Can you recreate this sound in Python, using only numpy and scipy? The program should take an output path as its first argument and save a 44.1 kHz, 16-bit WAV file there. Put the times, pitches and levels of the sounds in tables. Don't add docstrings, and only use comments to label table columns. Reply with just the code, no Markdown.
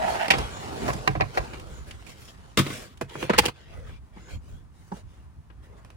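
import sys
import numpy as np
from scipy import signal
from scipy.fft import rfft, irfft
from scipy.io import wavfile
from scipy.ndimage import uniform_filter1d

SR = 44100
rng = np.random.default_rng(int(sys.argv[2]) if len(sys.argv) > 2 else 0)


def file_out(sig):
    cols = np.atleast_2d(sig).T
    lim = np.clip(cols, -1, 1)
    pcm = np.round(lim * 32767).astype(np.int16)
    wavfile.write(sys.argv[1], SR, pcm)


N = 262836
TIME = np.arange(N) / SR

# (time [s], level [dB], low thud [dB re level], 250-1200 Hz boost [dB],
# boost above 4500 Hz [dB], ring t60 [s], chatter [s], left-right [dB], favoured resonance [Hz])
LATCH_IMPACTS = [(.2815, -27, -25, 7.5, 8.5, 0.022, .001, -6.5, 4630),
                 (.3035, -11, -24, -2, 4.5, 0.072, 0.0049, -2.5, 2500),
                 (.3355, -21.5, -4, 7, -2.5, 0.053, 0.0024, -4, 2083),
                 (.352, -33.5, 1, 4.5, 0, .06, .002, -1, 1700),
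                 (.3835, -28.5, -20, 13, 15, 0.032, 0.0023, -7, 4960)]
FRAME_IMPACTS = [(.8785, -25, 0, 8, 11, 0.058, 0.016, -3.5, 398),
                 (.902, -29.5, -14, 1, -18, 0.023, 0.0039, 0, 515),
                 (1.0745, -16, -2, -7.5, 2, 0.0092, 0.0051, -3, 1030),
                 (1.151, -30.5, 9, 7, -6, 0.097, 0.0085, -4, 756),
                 (1.199, -34.5, 9, 13, -25, 0.16, .002, -16, 1010),
                 (1.2075, -20, -30, -1.5, -2, 0.028, 0.0025, 2.5, 730),
                 (1.218, -27, -1.5, -19, -21, 0.022, 0.0013, -4.5, 2300),
                 (1.3725, -19, -26, 6.5, 6, 0.065, 0.0024, 0, 415),
                 (1.403, -41, -5, 13, -10, 0.044, 0.0034, -14, 800)]
PANEL_IMPACTS = [(2.5725, -16.5, 4, 0.018, -7, 0.086, 0.023, 0.38, 3440),
                 (2.6645, -29.5, -3.5, 0.01, -16, 0.076, 0.0053, 0, 424),
                 (2.7025, -32, -1, 0, -18, 0.033, 0.011, 0, 1110)]
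FLAP_KNOCK_IMPACTS = [(3.0105, -25.5, -5, 0.5, 13.4, 0.05, 0.0022, -2, 650),
                      (3.152, -32.5, 0, 3.5, 0.33, 0.059, 0.0037, -0.5, 353),
                      (3.2255, -26, -2.5, -1, 0.17, 0.014, 0.0045, -2.5, 2630),
                      (3.2945, -15, -20.5, 2.5, 2.2, 0.04, 0.0091, -1.5, 508),
                      (3.332, -23.5, -11, -1.5, 4.2, 0.051, 0.013, -1.5, 1360)]
FLAP_SNAP_IMPACTS = [(3.378, -21.5, -15.5, 1.5, 4.5, .05, .006, -1.3, 6940),
                     (3.3825, -9, -16, -3.5, 2.5, 0.033, 0.0085, -1.6, 870),
                     (3.43, -32, -9, 6.5, 0, 0.055, 0.022, -1, 1510),
                     (3.4545, -19.5, -7.5, -4, 3, 0.042, .002, -1.6, 3230),
                     (3.479, -27, -12, 1.5, -3, 0.053, 0.0074, 0, 1250)]
PAT_IMPACTS = [(4.162, -45.5, -14, 0.0077, 0.0036, .09, 0.0096, 0.24, 232),
               (4.9165, -32, -10, 0, 0, 0.04, 0.0064, -1, 860),
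               (5.171, -56, -12, 0.0015, 0.0071, 0.11, .006, 0.18, 297)]
TICK_IMPACTS = [(.9325, -37.5, 11.5, 6, 6, 0.03, 0.002, -6, 6400),
                (1.533, -38.5, -2, 3.5, -7, 0.13, 0.0091, -2, 2440),
                (1.596, -43.5, -1, 1, 3, 0.046, .002, 0, 2960),
                (1.909, -39.5, -16, -7, -4, 0.022, 0.0031, -2.5, 2950),
                (2.024, -52, -2, 6, -2, 0.025, .001, -7, 2800),
                (2.065, -47, 5, -13, 0, 0.12, 0.0022, -12, 2340),
                (2.973, -52.5, -15, -11, 3, .03, 0.0017, -2, 3320),
                (3.0945, -46, -9.5, -17, -8, 0.082, .002, -0.5, 3130),
                (5.5, -52.5, -13, 8.5, -23, 0.041, 0.00086, 6, 1710),
                (5.848, -48, -10, 8.5, 0, 0.019, 0.0011, -4, 2500),
                (5.902, -49.5, -9, 4, -2.5, 0.024, 0.0013, 0, 2510)]

# (frequency [Hz], relative level [dB per Hz])
LATCH_SPECTRUM = [(88, -44), (150, -11), (675, -3), (941, -8), (1390, -8), (2060, -3), (3100, -7.5),
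                  (3420, -10), (4760, -14), (7770, -27), (14800, -35), (16000, -44.5)]
# (frequency [Hz], relative level [dB per Hz])
FRAME_SPECTRUM = [(120, -19), (200, -19), (749, -2), (883, -19), (1080, -4), (1300, -10.5), (2700, -12.5),
                  (2960, -26.5), (4120, -21), (9400, -42.5), (11300, -41), (16000, -44)]
# (frequency [Hz], relative level [dB per Hz])
PANEL_SPECTRUM = [(120, -36), (200, -3), (569, -15), (806, -26.5), (1100, -12), (1620, -20.5), (2050, -17),
                  (2960, -20.5), (3490, -20.5), (7830, -21.5), (13100, -29.5), (14600, -20), (16000, -37)]
# (frequency [Hz], relative level [dB per Hz])
KNOCK_SPECTRUM = [(110, -37), (180, -6.5), (496, -3.5), (722, -9), (1270, -9), (1390, -13), (1530, -9),
                  (2310, -14.5), (3630, -25), (9820, -43.5), (16000, -51.5)]
# (frequency [Hz], relative level [dB per Hz])
SNAP_SPECTRUM = [(110, -43.5), (180, -11), (487, -3), (622, -12), (824, -2.5), (1420, -14), (2690, -9),
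                 (3500, -17), (4720, -15.5), (5090, -19.5), (11800, -29), (13300, -32.5), (16000, -31)]
# (frequency [Hz], relative level [dB per Hz])
PAT_SPECTRUM = [(110, -34), (180, 1), (662, -21), (938, -9.5), (1400, -29), (1640, -24), (2140, -41),
                (8000, -48), (10400, -80), (17600, -120)]
# (frequency [Hz], relative level [dB per Hz])
TICK_SPECTRUM = [(150, 2.5), (900, 1), (2700, -3), (4500, -7), (9000, -12), (16000, -24.5)]

# (nominal frequency [Hz], relative level [dB], t60 [s])
LATCH_RESONANCES = [(782, 0.5, .12), (953, -1.5, .1), (1324, -20, 0.21), (2060, -16.5, .3), (2040, -23, .1),
                    (2223, -18, .15), (2360, -13, 0.11), (2800, -11.5, .2), (3320, -20, 0.75),
                    (4850, -14, 0.13)]
# (nominal frequency [Hz], relative level [dB], t60 [s])
FRAME_RESONANCES = [(430.6, -5, 0.13), (761, 5.5, 0.082), (1014, 5.5, 0.052), (1606, -5.5, 0.089),
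                    (1946, 0, 0.035), (2320, -9, 0.083), (3160, -14, 0.06)]
# (nominal frequency [Hz], relative level [dB], t60 [s])
PANEL_RESONANCES = [(616, -37, .12), (1033, -19, 0.22), (2096, 0, 0.063), (2690, -12, 0.17),
                    (3340, -4, 0.056)]
# (nominal frequency [Hz], relative level [dB], t60 [s])
FLAP_RESONANCES = [(330, -23.5, 0.21), (480, 2, 0.076), (754, -24, 0.057), (937, -12.5, 0.076),
                   (935, -21, 0.12), (1400, -17, 0.08), (2536, -15.5, 0.12)]
# (nominal frequency [Hz], relative level [dB], t60 [s])
PAT_RESONANCES = [(211, -15, 0.34), (369, -2.5, 0.074), (840, -1, 0.093), (1008, -7, 0.061)]
# (nominal frequency [Hz], relative level [dB], t60 [s])
FLOOR_RESONANCES = [(68, -5.5, 0.09), (102.4, 1, .15), (137.6, 3, 0.2), (186.3, -3, 0.16), (233, -5, 0.068),
                    (317, 3.5, 0.078), (410, -12.5, 0.13)]

# (time [s], relative song level [dB], relative grit level [dB])
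HINGE_LEVELS = [(0.0, -35.5, -39.5), (0.106, -27.5, -34.5), (0.118, -33.5, -37.5), (0.21, -30.5, -33),
                (0.246, -33.5, -32), (0.27, -34, -34)]
# (frequency [Hz], width [Hz], relative level [dB])
HINGE_RESONANCES = [(663.6, 70, 5.5), (767, 90, -2), (900, 140, -5.5)]
# (frequency [Hz], relative level [dB per Hz])
GRIT_SPECTRUM = [(650, -34), (1100, -9.5), (1740, 1.5), (2180, -1), (4410, -17), (11300, -30.5),
                 (12500, -31.5), (13200, -64.5), (14000, -28.5), (16000, -34)]

# (time [s], level [dB])
DRAG_LEVELS = [(0.0, -42.5), (0.26, -44.5), (0.31, -38.5), (0.4, -34.5), (0.5, -43.5), (0.73, -41.5),
               (0.88, -33.5), (1.03, -46), (1.25, -53), (1.44, -46), (1.65, -56.5), (2.5, -63.5)]
DRAG_REF_DB = -41
SETTLE_DB_PER_S = 36
# (frequency [Hz], relative level [dB per Hz])
FABRIC_SPECTRUM = [(120, -23), (200, -2.5), (305, -11), (380, -7), (647, -12.5), (749, -11), (1160, -16),
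                   (5840, -27.5), (6880, -26.5), (11300, -32.5), (12400, -35.5), (13100, -52.5),
                   (14300, -34), (16000, -38.5)]

# (start [s], length [s], level [dB], rasp [dB re level], hiss [dB re level])
SCUFF_STROKES = [(0.035, 0.19, -41.5, -1.5, -4), (1.334, 0.058, -38, -6, -14.5),
                 (1.634, 0.22, -52, -7.5, -8.5), (1.86, 0.067, -50, -6, -6), (2.063, 0.09, -51, 2, -0.5),
                 (2.144, .22, -63.5, 5, 8.5), (2.276, 0.037, -53.5, 4.5, -14), (2.615, .28, -43.5, 1, -0.5),
                 (3.072, 0.23, -43, -5.5, -12), (3.181, 0.11, -37, -7, -10.5), (3.27, 0.21, -39, 1, -23),
                 (3.519, 0.18, -60, 6, -10), (3.663, 0.19, -48.5, -7.5, -14.5),
                 (3.821, 0.18, -52, -3, -11.5), (4.122, 0.21, -54, -2, -13.5),
                 (4.275, 0.11, -46.5, -4.5, -11), (4.399, 0.24, -58.5, -6.5, -6.5),
                 (4.708, 0.32, -61.5, -6, -4), (4.921, 0.11, -54, -4, -5), (5.04, 0.24, -65.5, -1, -5),
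                 (5.548, 0.51, -59, -12, -21), (5.62, .06, -61, -5.5, -8), (5.764, 0.044, -63, -11, -5)]
SCUFF_RISE, SCUFF_FALL = 0.49, 0.74
# (frequency [Hz], relative level [dB per Hz])
SCUFF_SPECTRUM = [(300, 0.5), (500, 6.5), (800, -2.5), (1300, -4.5), (2100, -1), (3200, -3.5), (4500, -8),
                  (7000, -8.5), (11000, -14.5), (16000, -19.5)]

# (start [s], length [s], level [dB])
WHISTLE_STROKES = [(0.485, 0.18, -49), (1.705, 0.15, -56.5), (4.192, 0.22, -60)]
WHISTLE_HZ, WHISTLE_WIDTH_HZ = 6860, 620

# (peak time [s], time from peak to 1/e [s], level [dB])
LOW_SWELLS = [(.06, 0.025, -40), (0.411, .07, -31.5), (1.0, 0.078, -37), (1.2, 0.11, -35),
              (1.41, 0.022, -31.5), (1.75, 0.23, -40), (3.4, 0.084, -37.5), (3.84, 0.16, -41),
              (4.35, 0.035, -29.5), (4.56, 0.1, -40), (5.05, .04, -44), (5.17, 0.088, -53),
              (5.62, .03, -49)]
# (frequency [Hz], relative level [dB per Hz])
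RUMBLE_SPECTRUM = [(12, -46), (20, -12), (33, 0.5), (60, 9), (79, 2), (109, -1), (201, -7.5), (275, -7.5),
                   (307, -4.5), (400, -6), (520, -37), (880, -120)]

# (frequency [Hz], relative level [dB per Hz])
AIR_SPECTRUM = [(200, -8), (300, -3.5), (500, -10), (1000, -6.5), (2000, -17.5), (4000, -24.5), (9000, -28),
                (16000, -36.5)]
AIR_DB = -62

# (frequency [Hz], likeness [-])
PORT_LIKENESS = [(40, -1), (150, 3.9), (500, 0), (1200, 0.77), (3000, 0), (8000, 0), (14000, 1.34)]
# (frequency [Hz], phase [rad])
SEAT_PORT_PHASE = [(240, -1), (450, -1.5), (700, -2.5), (1300, -2), (3000, -2.5), (6000, -4.5)]
# (frequency [Hz], phase [rad])
FLOOR_PORT_PHASE = [(300, -0.44), (550, -0.96), (1000, -1.8), (2500, -0.62), (6000, 0.91), (12000, -1.3)]
# (frequency [Hz], left-right [dB])
SOURCE_BALANCE = [(60, -3), (200, -2), (800, -1.5), (2000, 0), (4000, 0)]
# (frequency [Hz], left-right [dB])
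PORT_BALANCE = [(70, 2), (140, 0), (260, -1), (500, 0), (1000, 0), (2000, 0.5), (3500, 1), (5500, 2),
                (7000, 2), (9000, -5), (12000, -0.5)]
EDGE_HZ = 16200


def blows(rows, colour, modes, phase, modes_db, cabin_db, cabin_t60, rise, thud_delay, clatter):
    out, size = np.zeros((2, N)), 2 ** 14
    t, hz = np.arange(size) / SR, bins(2 ** 12)
    for s, db, thud_db, middle_db, treble_db, t60, chatter, pan_db, strike_hz in rows:
        contact = amp(-60 * np.maximum(t - chatter, 0) / t60)
        echo = amp(cabin_db - 60 * t / cabin_t60)
        roughness = unit(uniform_filter1d(rng.standard_normal(size), 40))
        envelope = np.hypot(contact * np.exp(clatter * roughness), echo) * (1 - np.exp(-t / rise))
        burst = ports(*rng.standard_normal((2, size)), phase) * envelope

        boost_db = middle_db * band(hz, 250, 1200) + treble_db * (1 - below(hz, 4500))
        tone = amp(read(colour, hz) + boost_db)
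        tone *= 1 + 0.91 * resonance(hz, strike_hz, 0.18 * strike_hz)
        dense = signal.fftconvolve(burst, causal(tone)[None], axes=1)[:, :size]
        dense /= np.sqrt(np.mean(dense[:, :SR // 100] ** 2))

        sides = amp(db + np.array([[pan_db], [-pan_db]]) / 2)
        clear = amp(modes_db) * ringing(modes, t, phase, rise, detune=0.0028)
        add(out, s, sides * (dense + clear))
        thud = amp(thud_db) * ringing(FLOOR_RESONANCES, t, phase, rise=0.015, detune=0.015)
        add(out, s + thud_delay, sides * thud)
    return out


def ringing(modes, t, phase, rise, detune):
    out = np.zeros((2, len(t)))
    for hz, db, t60 in modes:
        angle = 2 * np.pi * hz * (1 + detune * rng.standard_normal()) * t
        out += amp(db - 60 * t / t60) * np.sin([angle, angle - read(phase, hz)])
    return out * (1 - np.exp(-t / rise))


def hinge():
    hz = bins(N)
    level_db, grit_db = follow(HINGE_LEVELS)
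    slips = grains(per_s=1500, spread_db=3.5, smooth=1.0, phase=SEAT_PORT_PHASE)
    slips = patchy(slips, patch_db=2.5)
    slips = slips * amp(2.2 * wander(55)) * amp([[-2], [2]])
    frame = sum(amp(db) * resonance(hz, f, width) for f, width, db in HINGE_RESONANCES)
    song = amp(level_db + 5.5) * shaped(slips, frame)
    grit = amp(grit_db + 2.5) * shaped(slips, amp(read(GRIT_SPECTRUM, hz)))
    return (song + grit) * np.interp(TIME, [.262, .285], [1, 0])


def rubbing(body_db=-37.0, rasp_db=-45.5, hiss_db=-51.0, rasp_growth=.75, hiss_growth=.7):
    slips = grains(per_s=1000, spread_db=1.0, smooth=1.7, phase=SEAT_PORT_PHASE)
    slips = patchy(slips, patch_db=2.5) * amp(0.85 * wander(33))
    body, rasp, hiss = friction_bands(slips, FABRIC_SPECTRUM)
    effort = drag()
    sound = amp(body_db + effort) * body
    sound += amp(rasp_db + rasp_growth * effort) * rasp
    sound += amp(hiss_db + hiss_growth * effort) * hiss
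    return sound


def drag():
    settled_s = np.maximum(TIME - DRAG_LEVELS[-1][0], 0)
    return follow(DRAG_LEVELS)[0] - DRAG_REF_DB - SETTLE_DB_PER_S * settled_s


def scuffs():
    slips = grains(per_s=990, spread_db=1.0, smooth=1.6, phase=FLOOR_PORT_PHASE)
    slips = patchy(slips, patch_db=4.0) * amp(0.76 * wander(45))
    body, rasp, hiss = friction_bands(slips, SCUFF_SPECTRUM)
    levels = np.zeros((3, N))
    for start, length, db, rasp_db, hiss_db in SCUFF_STROKES:
        levels += amp([[db], [db + rasp_db], [db + hiss_db]]) * stroke(start, length)
    return levels[0] * body + levels[1] * rasp + levels[2] * hiss


def whistles():
    noise = ports(*rng.standard_normal((2, N)), FLOOR_PORT_PHASE)
    song = shaped(noise, resonance(bins(N), WHISTLE_HZ, WHISTLE_WIDTH_HZ))
    return song * sum(amp(db) * stroke(start, length) for start, length, db in WHISTLE_STROKES)


def stroke(start, length):
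    u = (TIME - start) / length
    return np.sin(np.pi / 2 * np.clip(np.minimum(u / SCUFF_RISE, (1 - u) / SCUFF_FALL), 0, 1))


def grains(per_s, spread_db, smooth, phase):
    size = amp(spread_db * np.minimum(rng.exponential(1, N), 4)) * (rng.random(N) < per_s / SR)
    a, b = rng.standard_normal((2, N)) * np.hypot(unit(size), smooth)
    return ports(a, b, phase)


def patchy(x, patch_db):
    z = signal.stft(x, nperseg=1024, noverlap=768)[2]
    field = rng.standard_normal(z.shape[1:])
    field = uniform_filter1d(field, 7, axis=0)
    field = unit(uniform_filter1d(field, 16, axis=1))
    return unit(signal.istft(z * amp(patch_db * field), nperseg=1024, noverlap=768)[1][:, :N])


def friction_bands(slips, colour):
    hz = bins(N)
    tone = leaning(colour, hz)
    edges_hz = [(210, 1300), (1200, 4500), (4700, 22000)]
    return [shaped(slips, tone * band(hz, low, high)) for low, high in edges_hz]


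def cabin(x, ripple_db):
    hz = bins(2 ** 12)
    shared, *own = unit(uniform_filter1d(rng.standard_normal((3, len(hz))), 4, axis=1))
    ripple = 0.16 * shared + 0.78 * np.array(own)
    gains = amp(ripple_db * ripple * (1 - below(hz, 980)))
    paths = np.array([causal(gain) * gain.max() / np.sqrt(np.mean(gain ** 2)) for gain in gains])
    return signal.oaconvolve(x, paths, axes=1)[:, :N]


def rumble(rest_deep_db=-52, rest_boom_db=-55, drag_deep_db=-48, drag_boom_db=-44, drag_growth=0.71,
           swell_boom_db=-10):
    hz = bins(N)
    lumps = amp(1.5 * wander(14))
    noise = ports(*rng.standard_normal((2, N)), SEAT_PORT_PHASE) * lumps
    colour, shake = leaning(RUMBLE_SPECTRUM, hz), drag_growth * drag()
    swells = sum(amp(db) * np.exp(-((TIME - s) / width) ** 2) for s, width, db in LOW_SWELLS)
    deep = np.hypot(np.hypot(amp(rest_deep_db), amp(drag_deep_db + shake)), swells)
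    boom = np.hypot(np.hypot(amp(rest_boom_db), amp(drag_boom_db + shake)), amp(swell_boom_db) * swells)
    deep_noise = shaped(noise, colour * below(hz, 90))
    boom_noise = shaped(noise, colour * band(hz, 97, 210))
    return deep * deep_noise + boom * boom_noise


def air():
    noise = ports(*rng.standard_normal((2, N)), FLOOR_PORT_PHASE) * amp(0.8 * wander(6))
    return amp(AIR_DB) * shaped(noise, amp(read(AIR_SPECTRUM, bins(N))))


def ports(a, b, phase):
    hz = bins(len(a))
    same = np.clip(read(PORT_LIKENESS, hz), 0, .98)
    mixed = same * rfft(a) + np.sqrt(1 - same ** 2) * rfft(b)
    right = mixed * np.exp(-1j * read(phase, hz))
    return np.array([a, irfft(right, len(a))])


def leaning(colour, hz):
    return amp(read(colour, hz) + np.array([[.5], [-.5]]) * read(SOURCE_BALANCE, hz))


def causal(gain, size=2048):
    log_gain = np.log(np.maximum(gain / gain.max(), 1e-5))
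    circle = np.concatenate([log_gain, log_gain[-2:0:-1]])
    return np.fft.ifft(np.exp(np.conj(signal.hilbert(circle)))).real[:size]


def resonance(hz, centre_hz, width_hz):
    return 1 / (1 + (2 * (hz - centre_hz) / width_hz) ** 2)


def below(hz, edge_hz):
    return 1 / np.sqrt(1 + (hz / edge_hz) ** 8)


def band(hz, lo_hz, hi_hz):
    return below(hz, hi_hz) * np.sqrt(1 - below(hz, lo_hz) ** 2)


def shaped(x, gain):
    return unit(irfft(rfft(x) * gain, x.shape[-1]))


def wander(hz):
    return shaped(rng.standard_normal(N), below(bins(N), hz))


def amp(db):
    return 10 ** (np.asarray(db) / 20)


def unit(x):
    return x / np.sqrt(np.mean(x ** 2) + 1e-20)


def read(points, hz):
    f, value = np.transpose(points)
    return np.interp(np.log(hz + 1), np.log(f + 1), value)


def follow(table):
    s, *columns = np.transpose(table)
    return [np.interp(TIME, s, c) for c in columns]


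def add(mix, s, sound):
    part = mix[:, max(round(s * SR), 0):][:, :sound.shape[1]]
    part += sound[:, :part.shape[1]]


def bins(size):
    return np.fft.rfftfreq(size, 1 / SR)


def scene():
    latch = blows(LATCH_IMPACTS, LATCH_SPECTRUM, LATCH_RESONANCES, SEAT_PORT_PHASE, modes_db=-3.0,
                  cabin_db=-25.0, cabin_t60=0.18, rise=0.0005, thud_delay=0.0051, clatter=0.27)
    ticks = blows(TICK_IMPACTS, TICK_SPECTRUM, LATCH_RESONANCES, FLOOR_PORT_PHASE, modes_db=-13.5,
                  cabin_db=-11.0, cabin_t60=0.18, rise=0.0002, thud_delay=0.003, clatter=0.44)
    frame = blows(FRAME_IMPACTS, FRAME_SPECTRUM, FRAME_RESONANCES, SEAT_PORT_PHASE, modes_db=-1.0,
                  cabin_db=-26.0, cabin_t60=0.25, rise=0.001, thud_delay=0.0032, clatter=0.27)
    panel = blows(PANEL_IMPACTS, PANEL_SPECTRUM, PANEL_RESONANCES, FLOOR_PORT_PHASE, modes_db=-5.5,
                  cabin_db=-15.5, cabin_t60=0.87, rise=0.000088, thud_delay=0.00706, clatter=0.28)
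    knocks = blows(FLAP_KNOCK_IMPACTS, KNOCK_SPECTRUM, FLAP_RESONANCES, FLOOR_PORT_PHASE, modes_db=-1.0,
                   cabin_db=-13.5, cabin_t60=0.15, rise=0.0022, thud_delay=0.0017, clatter=0.31)
    snaps = blows(FLAP_SNAP_IMPACTS, SNAP_SPECTRUM, FLAP_RESONANCES, FLOOR_PORT_PHASE, modes_db=-5.5,
                  cabin_db=-15.5, cabin_t60=0.09, rise=0.0023, thud_delay=0.0061, clatter=0.37)
    pats = blows(PAT_IMPACTS, PAT_SPECTRUM, PAT_RESONANCES, FLOOR_PORT_PHASE, modes_db=0.5,
                 cabin_db=-9, cabin_t60=0.13, rise=0.0015, thud_delay=0.0028, clatter=0.16)
    impacts = latch + ticks + frame + panel + knocks + snaps + pats
    friction = hinge() + rubbing() + scuffs() + whistles()
    return cabin(impacts + friction, ripple_db=1.5) + rumble() + air()


def record(dry):
    hz = bins(2 ** 12)
    notch_db = -18 * np.exp(-((hz - 13200) / 600) ** 2)
    gains = amp(notch_db + np.array([[.5], [-.5]]) * read(PORT_BALANCE, hz))
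    responses = np.array([causal(gain) * gain.max() for gain in gains])
    heard = signal.oaconvolve(dry, responses, axes=1)[:, :N]
    rounded = .92 * heard / (1 + heard ** 6) ** (1 / 6)
    low_pass = signal.firwin(511, EDGE_HZ, window=("kaiser", 9), fs=SR)
    return signal.oaconvolve(rounded, low_pass[None], "same")


dry = scene()
out = record(dry)
file_out(out)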